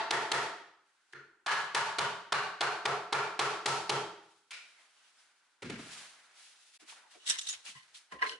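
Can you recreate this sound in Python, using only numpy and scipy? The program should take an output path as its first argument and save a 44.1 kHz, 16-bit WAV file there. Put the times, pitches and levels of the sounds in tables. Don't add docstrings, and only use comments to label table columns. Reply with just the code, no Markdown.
import sys
import numpy as np
from scipy import signal
from scipy.fft import rfft, irfft, next_fast_len
from scipy.io import wavfile
from scipy.ndimage import minimum_filter1d

SR = 44100
rng = np.random.default_rng(int(sys.argv[2]) if len(sys.argv) > 2 else 0)


def invert_db(x):
    u = np.asarray(x, float) / 20
    return 10 ** u


def store_wav(level_fs):
    pcm = np.round(np.clip(np.atleast_2d(level_fs), -1, 1) * 32767)
    wavfile.write(sys.argv[1], SR, pcm.T.astype(np.int16))


N = 369979

# start_s, blow_db, crack_db, thud_db, brightness_db
EARLY_BLOW = [
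    (-0.14, -13, 1, -7, -14),
]
FAR_BLOWS = [
    (0.107, -18, -10.5, -3.5, 0.5),
    (0.316, -19, -9.5, -0.5, 3.5),
]
TOUCH_BLOW = [
    (1.131, -36.5, -10, 0, -4),
]
RAIL_BLOWS = [
    (1.461, -25.5, -12, -15.5, -6),
    (1.746, -21.5, -10, -2, 1.5),
    (1.984, -26.5, -3.5, 5.5, 1.5),
    (2.321, -24, -5.5, 1, -2),
]
REBOUND_BLOW = [
    (1.498, -21.5, -25, -4, -2),
]
LEG_BLOWS = [
    (2.607, -16, -11, -6.5, -4),
    (2.853, -18, -9, -0.5, -6),
    (3.125, -15.5, -12, -2, -4.5),
    (3.391, -16, -9.5, -1.5, 0),
    (3.658, -23.5, -6, 8, 11),
    (3.894, -23.5, -3, 9, 4.5),
]
LAID_BLOW = [
    (4.507, -36.5, -9, 10.5, 4.5),
]
FEET_BLOWS = [
    (5.62, -42.5, 7, -0.5, 0.5),
    (5.628, -35.5, -6.5, -3, 6.5),
    (5.657, -51, -5, -19, -5.5),
    (5.697, -34.5, 1, -8, 6),
    (5.757, -64, 3, -9, -3),
    (5.787, -36, -5, -19, -3),
]
BATTEN_BLOWS = [
    (7.751, -48, -14.5, -10, -5),
    (8.121, -41.5, -6, -4, 0),
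    (8.195, -52, -12, -14, 1),
    (8.219, -17.5, -19, -19, -21),
    (8.225, -13, 7, -9.5, -14),
    (8.264, -28.5, -9, -4, -3),
    (8.294, -47, -16, -4, 26),
    (8.312, -56, 2, -8, -1),
]

# pitch_hz, width_hz, level_db
FAR_RING = [(346, 54, -18), (400, 150, 0.5), (667, 30, 1.5), (907, 120, 2), (1363, 130, 1.5),
            (1834, 400, -2.5)]
TOUCH_RING = [(400, 90, -1), (345, 45, 1), (1410, 126, 4.5), (1730, 400, -1), (3400, 200, -20),
              (4260, 160, -15), (6200, 490, -19)]
RAIL_RING = [(352, 40, -8.5), (416, 40, 0.5), (709, 83, -14), (904, 120, -8), (1137, 81, 0.5),
             (1440, 33, -0.5), (1450, 760, -3), (1905, 320, -18.5), (3990, 170, -18.5)]
LEG_RING = [(342.6, 36, -9), (416, 61, -1), (500, 40, -7.5), (644, 120, -35.5), (818, 350, -8),
            (1170, 30, -18), (1340, 130, -10.5), (1630, 61, -20.5), (2070, 110, -26)]
LAID_RING = [(1425, 100, -5), (2350, 150, 2), (2600, 150, -3), (3810, 190, -9), (5070, 280, -11)]
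FEET_RING = [(170, 190, -4), (1200, 42, -25), (1400, 24, -15), (1600, 70, -15.5), (2190, 89, -22.5)]
CASE_RING = [(1950, 130, 1.5), (2960, 78, -24), (3740, 150, -1), (5600, 200, 5), (6250, 280, 6.5),
             (6900, 92, -11.5), (8000, 1100, 4.5), (9600, 140, 4)]
BATTEN_RING = [(433, 34, -4.5), (1039, 22, 7.5), (1640, 29, -5.5), (1796, 110, -13), (2000, 100, 1),
               (1966, 91, -14), (2940, 60, -14), (4090, 80, -23), (5230, 110, -21.5)]
# pitch_hz, width_hz, level_db
FREE_LEG_RING = [(403, 3.3, 43.5), (414, 4.5, 41), (1340, 4.0, 40), (1375, 4.5, 38), (858, 5.5, 38)]

# pitch_hz, level_db
FAR_FAVOURED = [(890, 2.5), (890, 4), (900, 0.5)]
RAIL_FAVOURED = [(1490, -8), (910, 6), (945, 5.5), (880, -1.5)]
LEG_FAVOURED = [(1560, -1.5), (1280, -16.5), (1330, -9.5), (1340, 1), (920, 4.5), (910, -1)]
# blow_s, pitch_hz, width_hz, level_db
WOKEN_MODES = [(-0.14, 1330, 49.3, -5), (0.107, 707, 40, 2), (0.107, 1330, 49.9, -10.5),
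               (0.107, 3300, 310, -12), (0.316, 713, 40.2, 0), (0.316, 1290, 50.3, 1.5),
               (0.316, 3360, 90, -14), (0.316, 513, 40, -0.5), (1.461, 916, 60.3, 3.5),
               (1.461, 1680, 40, 7), (1.461, 3000, 252, -4), (1.461, 4300, 90, -11), (1.746, 1310, 70, -5),
               (1.746, 1680, 60, 1), (1.746, 2960, 70, -11), (1.984, 1390, 100, -6), (1.984, 3040, 350, -6),
               (1.984, 3570, 90, -11), (2.321, 765, 38.8, 2.5), (2.321, 1540, 50.3, 2.5),
               (2.321, 2360, 140, -3.5), (2.321, 2820, 61, -4.5), (2.321, 4090, 900, -10),
               (2.607, 725, 49.9, 1), (2.607, 1400, 200, -3), (2.607, 2400, 139.5, -12),
               (2.607, 2820, 59.2, -13.5), (2.607, 4250, 400, -13.5), (2.853, 720, 54.7, 1),
               (2.853, 1340, 35, 4), (2.853, 2300, 121.6, -15.5), (3.125, 910, 100, -2),
               (3.125, 1384, 66, 4), (3.125, 1720, 50, -5.5), (3.125, 2350, 61.7, -5.5),
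               (3.391, 1390, 50, -13), (3.391, 1130, 49.6, -1.5), (3.391, 2380, 123, -13),
               (3.391, 3240, 100, -16), (3.658, 1325, 79.5, 6), (3.658, 786, 151, 0),
               (3.894, 1340, 60.3, 2.5), (3.894, 1110, 50, -12), (3.894, 3190, 150, -8.5),
               (3.894, 840, 50.3, 1.5)]

# pitch_hz, level_db (per Hz)
MALLET_COLOUR = [(30, -37.5), (50, -31), (75, -39), (100, -17.5), (200, -16.5), (235, -28), (500, -10),
                 (1200, -3.5), (2000, -10.5), (3000, -14.5), (4400, -17.5), (7000, -23), (11000, -30),
                 (15000, -62.5)]
SPLINTER_COLOUR = [(300, -8), (1100, -4), (2200, -8), (4000, -6), (6500, -17), (11000, -27.5), (15000, -36)]
TOUCH_COLOUR = [(60, -24), (240, -24), (800, -24), (1600, -8), (2600, -19), (6000, -30.5), (11000, -43)]
LAID_COLOUR = [(59, -77), (100, -34), (200, -62), (235, -35), (386, -25.5), (2260, -0.5), (10400, -20.5),
               (11500, -26), (15000, -74), (22000, -120)]
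FEET_COLOUR = [(24, -51), (40, -6), (140, 3.5), (417, 0), (670, -20.5), (2190, -16), (9070, -36),
               (10700, -42), (11500, -51), (15000, -83), (22000, -120)]
BATTEN_COLOUR = [(59, -67), (100, -14), (943, -1), (1020, -34), (1430, -6), (1960, 0.5), (10400, -68),
                 (11500, -53), (15000, -81), (22000, -120)]
CASE_COLOUR = [(120, -54), (200, -32), (592, -21.5), (1810, -15.5), (3820, -3.5), (4600, -10.5),
               (5640, -11.5), (10600, -18), (11500, -28), (15000, -57), (22000, -120)]
CLOTH_COLOUR = [(88, -71), (150, -25), (263, -16), (565, -9), (641, -5), (1150, -1.5), (1370, 1.5),
                (3940, 2.5), (10500, -4.5), (11500, -10), (15000, -64), (22000, -120)]
AIR_COLOUR = [(20, -23), (120, -30), (300, -15.5), (600, -19), (900, -8.5), (1200, -10), (1530, -1.5),
              (1800, -12), (4000, -22.5), (8000, -21), (11500, -28.5)]

# start_s, dull_db, bright_db, hold_s, fade_s
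HAND_STROKES = [(0.88, -79.5, -79, 0.22, 0.33), (1.1, -91, -76, 0.034, 0.12),
                (4.25, -95, -71.5, 0.12, 0.32), (4.55, -69, -65.5, 0.14, 0.17),
                (4.79, -68, -67.5, 0.04, 0.51), (4.975, -73, -69.5, 0.11, 0.28),
                (5.175, -72, -67.5, 0.047, 0.2), (5.3, -75, -75, 0.057, 1.0),
                (5.81, -58, -55.5, 0.096, 0.27), (5.92, -55.5, -51.5, 0.11, 0.23),
                (6.15, -64.5, -69, 0.077, 1), (6.39, -71, -58.5, 0.1, 0.23), (6.6, -93, -64, 0.12, 0.25),
                (6.74, -82, -61.5, 0.026, 0.04)]
SLEEVE_STROKES = [(6.803, -64.5, -63, 0.011, 0.079), (6.885, -61.5, -54, 0.039, 0.1),
                  (6.97, -60, -62.5, 0.012, 0.17), (7.115, -66, -61, 0.036, 0.091),
                  (7.24, -66, -71, 0.35, 0.37), (7.575, -73, -68, 0.013, 0.059),
                  (7.655, -59, -49, 0.044, 0.068), (7.755, -79, -59.5, 0.017, 0.1),
                  (7.86, -70.5, -67.5, 0.074, 0.63), (7.947, -75, -51.5, 0.026, 0.062),
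                  (8.12, -50.5, -58, 0.0083, 0.046), (8.225, -36, -53.5, 0.012, 0.073),
                  (8.27, -69, -52, 0.051, 0.055)]
# start_s, level_db, pitch_hz, width_hz, length_s
SQUEAKS = [(4.75, -73, 2110, 200, 0.15), (4.97, -76, 2900, 200, .06), (5.04, -73, 2920, 250, .05),
           (4.2, -72, 1360, 60, 0.12), (4.2, -76, 900, 60, 0.13), (5.18, -72, 5200, 300, .025),
           (5.858, -53, 300, 160, .018), (7.76, -63, 2960, 70, .04), (1.125, -58, 2500, 3000, .006),
           (5.628, -49, 1400, 302, 0.0089), (5.72, -53, 1500, 500, 0.0074), (5.74, -57, 3000, 500, .008),
           (5.7, -45, 2260, 400, .01), (5.756, -49, 2100, 300, 0.01), (5.783, -57, 1400, 200, .008),
           (5.798, -56, 2000, 600, .012), (6.895, -52.5, 2800, 700, .012), (6.922, -56, 1010, 150, 0.014),
           (6.922, -65, 1700, 200, .012), (7.025, -69, 990, 90, .025), (7.05, -68, 870, 90, 0.042),
           (7.145, -69, 2350, 120, .015), (7.148, -63.5, 633, 120, 0.023), (7.66, -52.5, 2670, 600, 0.061),
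           (7.945, -55, 3400, 495, 0.022), (5.645, -44.5, 240, 70.4, 0.017),
           (5.697, -40.5, 330, 160, 0.0073), (5.708, -44, 210, 50, 0.038), (5.788, -46.5, 288, 120, 0.021)]
LOOSE_PARTS = [(7.262, -46, 3300, 500, 0.013), (7.272, -36.5, 3670, 370, 0.009),
               (7.296, -24, 7940, 610, 0.0079), (7.298, -31, 3540, 250, 0.011),
               (7.3, -30, 5630, 200, 0.015), (7.302, -38, 1770, 330, 0.039), (7.34, -43, 1960, 500, 0.029),
               (7.36, -54, 1040, 160, 0.013), (7.387, -38, 6850, 200, .008), (7.386, -40, 3540, 390, 0.011),
               (7.47, -39, 3700, 250, 0.012), (7.488, -37.5, 6440, 300, .008),
               (7.496, -41, 6800, 130, 0.034), (7.497, -49, 7000, 300, 0.011),
               (7.53, -46, 2560, 1900, 0.026), (7.752, -61, 1050, 31, 0.049), (7.76, -59, 1960, 60, 0.045),
               (8.8, -55.5, 2170, 210, 0.057), (8.14, -57, 1950, 60, 0.04), (8.185, -61, 2930, 70, 0.035),
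               (8.19, -55, 1800, 200, 0.023), (8.122, -54, 360, 230, 0.059), (8.24, -37, 1050, 50, 0.022),
               (7.2, -65, 2950, 60, 0.055), (8.24, -39, 1400, 200, .02), (8.135, -56, 1036, 30, 0.1),
               (7.43, -52, 6400, 680, .025), (7.41, -51, 3300, 620, .015), (8.262, -36.5, 2100, 120, 0.012),
               (8.265, -50, 4120, 80, 0.06), (8.293, -41, 3000, 440, .008), (8.306, -52, 1036, 35, 0.032),
               (8.31, -51, 2960, 50, 0.05), (8.315, -53, 1570, 70, 0.035), (8.3, -55, 435, 35, 0.07),
               (8.222, -48, 435, 45, 0.055), (8.228, -41, 2700, 300, .012)]
# start_s, peak_db, floor_pitch_hz
FOOTFALLS = [
    (6.815, -64, 302),
    (7.15, -63, 400),
    (7.285, -64, 190),
    (7.54, -75, 99),
    (7.679, -67, 182),
    (7.747, -64, 137),
    (8.121, -57, 206),
    (8.13, -62, 75),
]
# start_s, peak_db, length_s
CASE_JOLTS = [
    (7.277, -29, 0.032),
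    (7.302, -17.5, 0.025),
    (7.386, -29.5, 0.015),
    (7.412, -39, 0.012),
    (7.468, -34, 0.01),
    (7.488, -29.5, 0.019),
    (7.527, -49, 0.026),
]
# start_s, level_db, hold_s, fade_s
CASE_SWINGS = [
    (7.315, -31, 0.027, 0.039),
    (7.377, -49, 0.075, 0.24),
    (7.508, -44.5, 0.026, 0.049),
]
BATTEN_DRAGS = [
    (7.755, -56, 0.068, 0.066),
    (8.125, -60, 0.032, 0.12),
    (8.242, -40.5, 0.074, 0.049),
]

# pitch_hz, t60_s
ROOM_DECAY = [(100, 0.56), (290, 0.66), (424, 0.54), (600, 0.62), (850, 0.62), (1200, 0.64), (1840, 0.63),
              (4850, 0.62), (10000, 0.49)]
# pitch_hz, share
NEAR_WALL_ECHO = [(600, 0.05), (1500, 0.18), (3000, 0.33), (5000, 0.32), (9000, 0.18)]
# pitch_hz, likeness
STEREO_LIKENESS = [(60, 0.95), (270, 0.98), (580, 0.89), (1220, 0.7), (2600, 0.47), (5500, 0.17),
                   (11000, 0.05)]

PAD = 8820
LONG = next_fast_len(N + PAD + SR)
SHORT = 8192
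TIME = (np.arange(LONG) - PAD) / SR
HZ = np.maximum(np.arange(LONG // 2 + 1) * SR / LONG, 1)


def at_hz(points, hz):
    points = np.array(points)
    return np.interp(np.log(hz), np.log(points[:, 0]), points[:, 1])


def noise(spectrum, low_hz=10, high_hz=20000):
    mid, side = rfft(rng.standard_normal((2, LONG))) * invert_db(at_hz(spectrum, HZ))
    keep = 1 / np.sqrt((1 + (low_hz / HZ) ** 6) * (1 + (HZ / high_hz) ** 6))
    alike = np.clip(at_hz(STEREO_LIKENESS, HZ), 0, 1)
    pair = np.sqrt(1 + alike) * mid + np.sqrt(1 - alike) * side * [[1], [-1]]
    out = irfft(keep * pair, LONG)
    return out / np.sqrt(np.mean(out ** 2))


def clicks(times, db):
    out = np.full(LONG, 1e-18)
    out[np.round(np.asarray(times) * SR).astype(int) + PAD] = invert_db(db)
    return out


def lag(x, seconds):
    r = np.exp(-1 / (max(seconds, 1e-5) * SR))
    return signal.lfilter([1 - r], [1, -r], x)


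def resonate(x, hz, width_hz):
    r = np.exp(-np.pi * max(width_hz, 2.2) / SR)
    top = np.array([1, 0, -1]) * (1 - r * r) / 2
    return signal.lfilter(top, [1, -2 * r * np.cos(2 * np.pi * hz / SR), r * r], x)


def flicker(per_s, depth_db):
    knots = rng.standard_normal(12000)
    return invert_db(depth_db * np.interp((TIME - TIME[0]) * per_s, np.arange(len(knots)), knots))


def strokes(s, peak_db, hold_s, fade_s, rise):
    t = TIME[::64, None] - s
    away = np.maximum(np.maximum(t - hold_s, -t / rise) / fade_s, 0)
    power = invert_db(peak_db - 20 * away) ** 2
    return np.interp(TIME, TIME[::64], np.sqrt(power.sum(axis=1)))


def causal(power):
    cepstrum = irfft(np.log(power) / 2, SHORT)
    cepstrum[1:SHORT // 2] *= 2
    cepstrum[SHORT // 2 + 1:] = 0
    return irfft(np.exp(rfft(cepstrum)), SHORT)


def air():
    return invert_db(-77.5) * noise(AIR_COLOUR)


def struck_wood(rows, modes, colour, ring_db, tick_db, favours=(), thud_hz=600):
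    hz = np.maximum(np.arange(SHORT // 2 + 1) * SR / SHORT, 1)
    scatter = rng.standard_normal((len(rows), len(modes)))
    body = np.zeros(LONG)
    for k, (s, blow_db, _, thud_db, bright_db) in enumerate(rows):
        ringing = [(mode_hz, max(width_hz, 45), db) for mode_hz, width_hz, db in modes]
        ringing += [(mode_hz, 95, db) for mode_hz, db in favours[k:k + 1]]
        ringing += [row[1:] for row in WOKEN_MODES if abs(row[0] - s) < .05]
        lucks = [*scatter[k], *np.zeros(len(ringing))]
        power = invert_db(at_hz(colour, hz) + tick_db) ** 2
        for (mode_hz, width_hz, mode_db), luck in zip(ringing, lucks):
            off = (hz - mode_hz ** 2 / hz) / max(width_hz, 25, .1 * mode_hz - 100)
            power = power + (invert_db(mode_db + ring_db + 3 * luck) / (1 + off ** 2)) ** 2
        tone_db = thud_db / (1 + (hz / thud_hz) ** 4) + bright_db / (1 + (2500 / hz) ** 2)
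        at = round(s * SR) + PAD
        body[at:at + SHORT] += causal(power * invert_db(blow_db + tone_db) ** 2)
    return body


def joint_crack(rows, colour, crack_db, crack_s, low_hz):
    s, blow_db, snap_db, _, bright_db = np.transpose(rows)
    level_db = blow_db + snap_db + crack_db
    seated_s = s + 1.81 * crack_s
    sliding = np.cumsum(clicks(s, level_db) - clicks(seated_s, level_db))
    burst = invert_db(-7.0) * lag(lag(sliding, 0.0011), 0.0011)
    edge = clicks(s, level_db - 5.5 + bright_db)
    edge = lag(lag(edge, crack_s), 0.0013) * crack_s * SR
    hiss = noise(colour, low_hz=low_hz)
    direct = .5 * (hiss + hiss.mean(axis=0))
    return burst * direct + edge * np.diff(direct, prepend=0)


def knocks(rows, modes, colour, ring_db, tick_db, crack_db, crack_s, splinter=None, favours=(), thud_hz=600):
    body = struck_wood(rows, modes, colour, ring_db, tick_db, favours, thud_hz)
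    crack = joint_crack(rows, splinter or colour, crack_db, crack_s, thud_hz)
    return np.array([body * [[1], [1]], crack])


def mallet_and_chair():
    far = list(EARLY_BLOW) + list(FAR_BLOWS)
    mallet = dict(colour=MALLET_COLOUR, splinter=SPLINTER_COLOUR)
    return (knocks(far, FAR_RING, favours=FAR_FAVOURED, ring_db=31.0, tick_db=31.5,
                   crack_db=13.5, crack_s=0.0034, **mallet)
            + knocks(RAIL_BLOWS, RAIL_RING, favours=RAIL_FAVOURED, ring_db=34.0, tick_db=36.5,
                     crack_db=12.5, crack_s=0.0051, **mallet)
            + knocks(LEG_BLOWS, LEG_RING, favours=LEG_FAVOURED, ring_db=31.5, tick_db=31.5,
                     crack_db=8.5, crack_s=0.0055, **mallet)
            + knocks(TOUCH_BLOW, TOUCH_RING, TOUCH_COLOUR, ring_db=27.0, tick_db=31.5,
                     crack_db=10.5, crack_s=0.0023)
            + knocks(LAID_BLOW, LAID_RING, LAID_COLOUR, ring_db=27.5, tick_db=23.0,
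                     crack_db=6.5, crack_s=0.0069)
            + knocks(FEET_BLOWS, FEET_RING, FEET_COLOUR, ring_db=37.5, tick_db=33.0,
                     crack_db=-3, crack_s=0.0057))


def scattered(body):
    t = np.arange(512) / SR / 0.004
    smear = rng.standard_normal(len(t)) * t * np.exp(-t ** 2)
    smear = smear / np.sqrt(np.sum(smear ** 2))
    return invert_db(-7.5) * signal.fftconvolve(body[0], smear)[:LONG]


def bench():
    mallet = list(EARLY_BLOW) + list(FAR_BLOWS) + list(RAIL_BLOWS) + list(LEG_BLOWS)
    s, blow_db, _, thud_db, _ = np.transpose(mallet + list(TOUCH_BLOW))
    boom = clicks(s, blow_db + thud_db + 22.5 + 16.5)
    for stage in range(3):
        boom = resonate(boom, hz=137.5, width_hz=13.1)
    s, blow_db, _, thud_db, _ = np.transpose(mallet)
    blows = clicks(s, blow_db + thud_db)
    return boom + sum(invert_db(db) * resonate(blows, hz, width_hz) for hz, width_hz, db in FREE_LEG_RING)


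def workshop(x):
    white = rfft(noise([(20, 0.04), (20000, 0.0024)])[:, :SR])
    t = np.arange(SR) / SR
    half_octave = 2 * np.log2(np.maximum(np.arange(SR // 2 + 1), 1) / 53)
    response = 0
    for k in range(18):
        hz = 53 * 2 ** (k / 2)
        rise = 1 - np.exp(-(t / (0.018 + 0.56 / hz)) ** 2)
        rise = rise * (1 + max(at_hz(NEAR_WALL_ECHO, hz), 0) * np.exp(-(t / 0.11) ** 2))
        share = np.clip(1 - abs(half_octave - k), 0, 1)
        decay = invert_db(-60 * t / at_hz(ROOM_DECAY, hz))
        response = response + irfft(white * share, SR) * rise * decay
    response = response / np.sqrt(SR)
    return irfft(rfft(x.mean(axis=0)) * rfft(response, LONG), LONG)


def rubbing():
    palms = HAND_STROKES, 0.4, 0.85
    sleeves = SLEEVE_STROKES, 0.23, 1.02
    dull = bright = 0
    for rows, rise, linger in (palms, sleeves):
        s, dull_db, bright_db, hold_s, fade_s = np.transpose(rows)
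        dull = dull + strokes(s, dull_db, hold_s, linger * fade_s, rise / linger)
        bright = bright + strokes(s, bright_db, hold_s, fade_s, rise)
    dull = dull * noise(CLOTH_COLOUR, high_hz=2200) * flicker(40, depth_db=1.2)
    return dull + bright * noise(CLOTH_COLOUR, low_hz=2200) * flicker(60, depth_db=1.2)


def squeaks_and_chinks(rows):
    out = np.zeros((2, LONG))
    t = np.arange(SHORT) / SR
    for s, db, hz, width_hz, length_s in rows:
        width_hz = max(width_hz, 30)
        mid, side = rng.standard_normal((2, SHORT))
        rough = mid + min(hz / 1500, 1) * side * np.array([[1], [-1]])
        rub = np.minimum(t / 0.0016, 1) * np.exp(-(t / length_s) ** 2) * rough
        at = round(s * SR) + PAD
        out[:, at:at + SHORT] += invert_db(db) * np.sqrt(SR / width_hz / np.pi) * resonate(rub, hz, width_hz)
    return out


def rebound():
    return struck_wood(REBOUND_BLOW, RAIL_RING, MALLET_COLOUR, ring_db=30.5, tick_db=35.5)


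def steps():
    white, out = rng.standard_normal(LONG), 0
    for s, peak_db, hz in FOOTFALLS:
        puff = lag(lag(clicks([s], peak_db + 28.5), 0.017), 0.011) * 0.017 * SR
        out = out + resonate(resonate(puff * white, hz, .5 * hz), hz, .5 * hz)
    return out


def tape_case():
    grain = noise(CASE_COLOUR) * flicker(900, depth_db=2.5)
    swung = grain * invert_db(-3.5) * strokes(*np.transpose(CASE_SWINGS), rise=1)
    scatter = rng.standard_normal((len(CASE_JOLTS), len(CASE_RING)))
    jolts = []
    for s, db, length_s in CASE_JOLTS:
        t = TIME - s - .003
        width_s = np.where(TIME < s + .003, 0.42, .7) * length_s
        jolts.append(invert_db(db - 15.5) * np.exp(-(t / width_s) ** 2))
    hollow = 0
    for (hz, width_hz, mode_db), luck in zip(CASE_RING, scatter.T):
        drive = .18 * swung + grain * (invert_db(4 * luck) @ jolts)
        hollow = hollow + invert_db(mode_db + 6) * resonate(drive, hz, max(width_hz, 60))
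    return swung + grain * sum(jolts) + hollow


def batten_knocks():
    return knocks(BATTEN_BLOWS, BATTEN_RING, BATTEN_COLOUR, ring_db=42, tick_db=16,
                  crack_db=-25.0, crack_s=0.021, thud_hz=1230).sum(axis=0)


def batten_drag():
    scratch = noise([(300, -18), (1000, -13), (4000, 15), (11000, -3.0)])[0]
    drag = strokes(*np.transpose(BATTEN_DRAGS), rise=0.44) * scratch * flicker(150, depth_db=4.0)
    return sum(invert_db(db + 12.5) * resonate(drag, hz, max(width_hz, 25)) for hz, width_hz, db in BATTEN_RING)


def scene_change():
    change_s, fade_out_s, fade_in_s = 6.781, .007, .02
    dip = np.maximum((change_s - TIME) / fade_out_s, (TIME - change_s) / fade_in_s)
    return np.clip(dip, 0, 1) ** 3


def scene():
    body, snap = mallet_and_chair()
    near = batten_knocks() + batten_drag() + tape_case() + steps()
    near[0] = np.roll(near[0], 30)
    wet = workshop(invert_db(23.0) * body + invert_db(2.5) * snap + invert_db(-3.5) * near)
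    grainy = snap * flicker(2900, depth_db=2.0)
    grainy = grainy - lag(grainy, 0.00092)
    small = squeaks_and_chinks(LOOSE_PARTS) + squeaks_and_chinks(SQUEAKS)
    small_wet = workshop(invert_db(-8) * small + invert_db(22.5) * rebound())
    whole = grainy + scattered(body) + bench() + near + wet + rubbing() + small + small_wet + air()
    return (whole * scene_change())[:, PAD:PAD + N]


def top_cut(x):
    return signal.sosfilt(signal.butter(12, 12330, fs=SR, output="sos"), x)


def record(dry):
    t = np.arange(N) / SR
    peak = -minimum_filter1d(-abs(dry).max(axis=0), size=200)
    over_db = np.maximum(20 * np.log10(peak + 1e-9) + 22, 0)
    release_db = 240 * t
    held_db = np.maximum.accumulate(over_db + release_db) - release_db
    limited = dry * invert_db(-.9 * lag(held_db, 0.016))
    low_pass = signal.cheby2(14, 50, 11676, fs=SR, output="sos")
    finished = signal.sosfilt(low_pass, limited)
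    return top_cut(finished)


dry = scene()
out = record(dry)
store_wav(out)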